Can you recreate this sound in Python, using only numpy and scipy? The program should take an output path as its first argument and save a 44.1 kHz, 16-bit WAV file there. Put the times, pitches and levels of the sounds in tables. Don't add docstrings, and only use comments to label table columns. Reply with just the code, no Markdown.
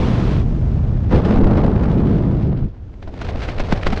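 import sys
import numpy as np
from scipy import signal
from scipy.fft import rfft, irfft
from scipy.io import wavfile
from scipy.ndimage import uniform_filter1d

SR = 44100
rng = np.random.default_rng(int(sys.argv[2]) if len(sys.argv) > 2 else 0)


def transcribe(signal):
    frames = np.atleast_2d(signal).T
    limited = np.clip(frames, -1, 1)
    pcm = np.round(limited * 32767).astype(np.int16)
    wavfile.write(sys.argv[1], SR, pcm)


N = 176400
T = np.arange(N) / SR

# time_s, level_db
RUMBLE_LEVEL = [(0, -18.5), (.53, -16.5), (.585, -22), (.625, -16.5), (1.08, -18), (1.16, -10.5),
                (1.25, -20), (1.55, -16.5), (2.0, -19.5), (2.4, -19.5), (2.54, -21.5), (2.67, -21.5),
                (2.74, -36.5), (2.82, -30), (2.95, -34.5), (3.18, -31.5), (3.27, -24), (3.56, -25),
                (4, -23)]
# pitch_hz, level_db
RUMBLE_TONE = [(8, -18.5), (22, -7), (42, -2.5), (65, -0.5), (95, -2.5), (135, -15), (300, -37), (900, -83)]
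# time_s, body_level_db, buffet_level_db, roar_level_db
EDDY_LEVELS = [(0, -20.5, -21, -27), (.36, -18, -24, -32.5), (.46, -23, -27, -39), (.8, -20, -32.5, -37.5),
               (1.095, -22, -30, -40.5), (1.125, -17.5, -14.5, -18), (1.17, -16, -17, -20),
               (1.22, -18.5, -23, -27.5), (1.29, -18.5, -14, -23.5), (1.66, -18, -18, -23),
               (1.73, -20, -19, -27.5), (1.89, -18, -23, -27), (1.98, -19, -16, -29), (2.2, -17, -20, -31),
               (2.4, -20, -23.5, -35), (2.49, -15.5, -22, -37), (2.56, -21, -29, -38),
               (2.655, -21.5, -28, -44), (2.705, -47.5, -48, -54.5), (3.0, -51, -43.5, -54),
               (3.15, -47, -38, -43.5), (3.28, -30.5, -39.5, -34.5), (3.53, -43, -38, -35),
               (3.77, -25, -33, -30.5), (3.815, -38, -40, -34), (3.88, -25, -31.5, -32.5),
               (4, -37.5, -44, -33.5)]
# pitch_hz, level_db
BODY_TONE = [(45, -26.5), (80, -10.5), (115, 1.5), (160, -4), (220, -11.5), (400, -37), (1200, -89.5)]
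BUFFET_TONE = [(90, -31.5), (150, -6), (195, 0.5), (260, -4.5), (340, -6.5), (430, -12.5), (650, -31),
               (2500, -73.5)]
ROAR_TONE = [(150, -17.5), (300, -8), (440, 1), (680, -3.5), (1000, -10.5), (1500, -19), (3000, -40.5),
             (5500, -55.5), (10000, -92.5)]
# time_s, level_db
RUSH_LEVEL = [(0, -33), (.12, -34.5), (.21, -36), (.33, -36), (.4, -40), (.425, -48), (.53, -91)]
RUSH_TONE = [(400, -25.5), (1000, 7.5), (1800, 1), (3300, -3.5), (4600, -10), (6000, -15), (7500, -24.5),
             (9500, -33), (11500, -39.5), (13600, -53.5)]
# time_s, level_db
AIR_LEVEL = [(0, -58), (.5, -54.5), (1.08, -59), (2.25, -63), (2.55, -71), (2.75, -71), (3.0, -64.5),
             (4, -54)]
AIR_TONE = [(500, -2), (1200, -5.5), (2800, -7), (4400, -12.5), (5800, -11.5), (7300, -18.5), (8600, -30),
            (12000, -44)]
# time_s, level_db
TEARING_LEVEL = [(1.09, -52), (1.115, -36.5), (1.155, -32), (1.2, -40.5), (1.235, -47), (1.255, -32.5),
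                 (1.29, -39), (1.33, -35.5), (1.4, -43), (1.58, -40.5), (1.72, -45.5), (1.83, -42.5),
                 (2.02, -46), (2.14, -44), (2.27, -48.5), (2.45, -48), (2.52, -54.5), (2.6, -50.5),
                 (2.64, -55), (2.73, -64)]
TEARING_TONE = [(500, -15.5), (1300, 3.5), (2200, -1.5), (3500, -7), (5000, -14), (7000, -25.5),
                (10000, -37.5), (13500, -61.5)]
# time_s, swing_db
FLOGGING_DEPTH = [(1.15, 0), (1.4, 2.3), (1.8, 2.7), (2.15, 1.1)]
# peak_s, crackle_db, thud_db, push_db, fade_s
FLAP_EVENTS = [(1.189, -36, -30, -34, 0.0023), (1.252, -37.5, -37, -27, .007),
               (1.311, -34.5, -25, -30, 0.009), (1.376, -40, -27, -11.5, .002),
               (1.444, -34, -28, -6.5, 0.0025), (1.574, -32, -28, -32, 0.0036),
               (1.616, -43, -27, -28, 0.0018), (1.64, -36, -20, -29, .003),
               (1.837, -37.5, -25, -38, 0.0034), (2.531, -48, -26, -37, 0.0019),
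               (2.639, -53, -37.5, -19.5, 0.0036), (2.748, -59, -47, -55, .0023),
               (2.941, -54, -45, -62.5, 0.0027), (3.027, -44.5, -37.5, -33, 0.014),
               (3.077, -46.5, -31.5, -25.5, 0.013), (3.142, -43, -32.5, -39, 0.0031),
               (3.218, -28.5, -26.5, -34, 0.0066), (3.248, -38.5, -28, -24, 0.013),
               (3.29, -36, -30, -37, 0.018), (3.359, -49, -21.5, -22, 0.0028),
               (3.428, -33, -35, -37, 0.024), (3.489, -31, -27, -23, 0.014),
               (3.587, -29.5, -31, -34, 0.00088), (3.602, -23, -18.5, -14.5, 0.0075),
               (3.725, -22, -13, -14, 0.007), (3.776, -36, -28, -27, .004),
               (3.834, -26.5, -29, -29, 0.0028), (3.869, -20, -16.5, -12, 0.0081),
               (3.925, -34, -31, -24, 0.0035), (3.932, -28, -16, -19.5, 0.007),
               (3.975, -30.5, -23.5, -39, 0.012)]
THUD_TONE = [(40, -14.5), (140, 1), (230, 4), (450, 0.5), (700, 2.5), (1200, -13.5), (2500, -26),
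             (8000, -69.5)]
# time_s, level_db
FLUTTER_LEVEL = [(2.98, -80), (3.1, -61), (3.18, -46), (3.29, -40), (3.33, -45.5), (3.39, -40),
                 (3.44, -33.5), (3.47, -42), (3.5, -38), (3.565, -45.5), (3.62, -42.5), (3.69, -38),
                 (3.78, -38.5), (3.815, -43.5), (3.86, -37.5), (4, -39.5)]
# pitch_hz, level_db
FABRIC_TONE = [(90, -6), (180, 8), (270, -3), (450, -4), (700, -8), (1000, -1), (1400, 1.5), (2100, 1),
               (3400, -5.5), (4300, -7.5), (6200, -17.5), (8000, -29), (10500, -40.5), (13500, -55.5)]
# start_s, level_db (before rise and fade), pitch_hz
BOOM_EVENTS = [(3.392, -18, 250), (3.7262, -1, 175), (3.8665, -14, 350), (3.9275, -13, 205)]

GUST_HZ = 88.5
BUFFET_GUST_DB, ROAR_GUST_DB, TEAR_GUST_DB = -0.5, 1.55, 1
FLOG_HZ, FLOG_JITTER = 52.04, 0.51
FLAP_RISE_S, PUSH_S, SNAP_S = 0.0044, 0.0092, 0.00012
SNAP_DB = 10.5
CLUMP_DB, CREASE_DB = 2.8, 4.3
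BOOM_RISE_S, BOOM_FADE_S = 0.00081, 0.0046
CEILING = 0.74
EDGE_HZ = 13700


def amp(db):
    return 10 ** (np.asarray(db) / 20)


def unit(x):
    return x / np.sqrt(np.mean(x ** 2) + 1e-20)


def level(points, axis=1):
    rows = np.array(points)
    return amp(np.interp(T, rows[:, 0], rows[:, axis]))


def colour(x, points):
    hz, db = np.transpose(points)
    bin_hz = abs(np.fft.fftfreq(N, 1 / SR))
    gain_db = np.interp(np.log(bin_hz + 1), np.log(hz), db, right=-120)
    log_gain = np.log(amp(gain_db))
    response = np.exp(signal.hilbert(log_gain).conj())[:N // 2 + 1]
    return unit(irfft(rfft(x) * response, N))


def noise():
    return rng.standard_normal(N)


def wander(rate_hz):
    f = np.fft.rfftfreq(N, 1 / SR) / rate_hz
    shape = f / (f + 0.04) / np.sqrt(1 + f ** 4)
    return unit(irfft(rfft(noise()) * shape, N))


def steady(x, size):
    power = uniform_filter1d(uniform_filter1d(x ** 2, size), size)
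    return x / np.sqrt(abs(power) + 1e-9)


def rumble():
    return steady(colour(noise(), RUMBLE_TONE), size=2400) * level(RUMBLE_LEVEL)


def eddies(gust, beats_db):
    body = steady(colour(noise(), BODY_TONE), size=2400)
    gusty = noise() * amp(BUFFET_GUST_DB * gust)
    buffet = steady(colour(gusty, BUFFET_TONE), size=2400)
    rough = noise() * amp(ROAR_GUST_DB * gust + 0.55 * beats_db)
    roar = steady(colour(rough, ROAR_TONE), size=2000)
    low = body * level(EDDY_LEVELS) + buffet * level(EDDY_LEVELS, axis=2)
    return low + roar * level(EDDY_LEVELS, axis=3)


def rush(gust):
    return colour(noise() * amp(0.82 * gust), RUSH_TONE) * level(RUSH_LEVEL)


def air():
    return colour(noise(), AIR_TONE) * level(AIR_LEVEL)


def tearing(gust, beats_db):
    lumps = wander(20)
    spits = wander(700)
    torn = noise() * amp(TEAR_GUST_DB * gust + beats_db + 1.3 * lumps + 2.8 * spits)
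    return steady(colour(torn, TEARING_TONE), size=3000) * level(TEARING_LEVEL)


def flogging():
    beat_hz = FLOG_HZ * (1 + FLOG_JITTER * wander(40))
    turns = np.cumsum(beat_hz) / SR
    depth_db = np.interp(T, *np.transpose(FLOGGING_DEPTH))
    return depth_db * unit(np.cos(2 * np.pi * turns))


def pulse(t, width_s):
    return -t / width_s * np.exp(0.5 - 0.5 * (t / width_s) ** 2)


def flaps():
    crackle = steady(colour(noise() * amp(5 * wander(1500)), FABRIC_TONE), size=300)
    thud = steady(colour(noise(), THUD_TONE), size=500)
    out = np.zeros(N)
    for peak_s, crackle_db, thud_db, push_db, fade_s in FLAP_EVENTS:
        near = abs(T - peak_s) < 0.1
        t = T[near] - peak_s
        shape = np.exp(np.minimum(t / FLAP_RISE_S, -t / fade_s))
        snap = amp(SNAP_DB) * pulse(t, SNAP_S)
        out[near] += amp(crackle_db) * (shape * crackle[near] + snap)
        out[near] += amp(thud_db) * shape * thud[near]
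        out[near] += amp(push_db) * pulse(t, PUSH_S)
    return out


def flutter():
    swing_db = CLUMP_DB * wander(70) + CREASE_DB * wander(1500)
    creases = noise() * amp(swing_db)
    return steady(colour(creases, FABRIC_TONE), size=2000) * level(FLUTTER_LEVEL)


def booms():
    out = np.zeros(N)
    for start_s, db, hz in BOOM_EVENTS:
        t = np.maximum(T - start_s, 0)
        shape = (1 - np.exp(-t / BOOM_RISE_S)) * np.exp(-t / BOOM_FADE_S)
        out += amp(db) * shape * np.sin(2 * np.pi * hz * t)
    return out


def scene():
    gust = wander(GUST_HZ)
    beats_db = flogging()
    wind = rumble() + eddies(gust, beats_db) + rush(gust) + air() + tearing(gust, beats_db)
    fabric = flaps() + flutter() + booms()
    return (wind + fabric)[None]


def record(dry):
    rounded = dry / (1 + (dry / CEILING) ** 6) ** (1 / 6)
    ends = np.minimum(np.minimum(T, T[-1] - T) / 0.002, 1)
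    lowpass = signal.firwin(511, EDGE_HZ, window=("kaiser", 9), fs=SR)
    return signal.oaconvolve(rounded * ends, lowpass[None], "same")


dry = scene()
out = record(dry)
transcribe(out)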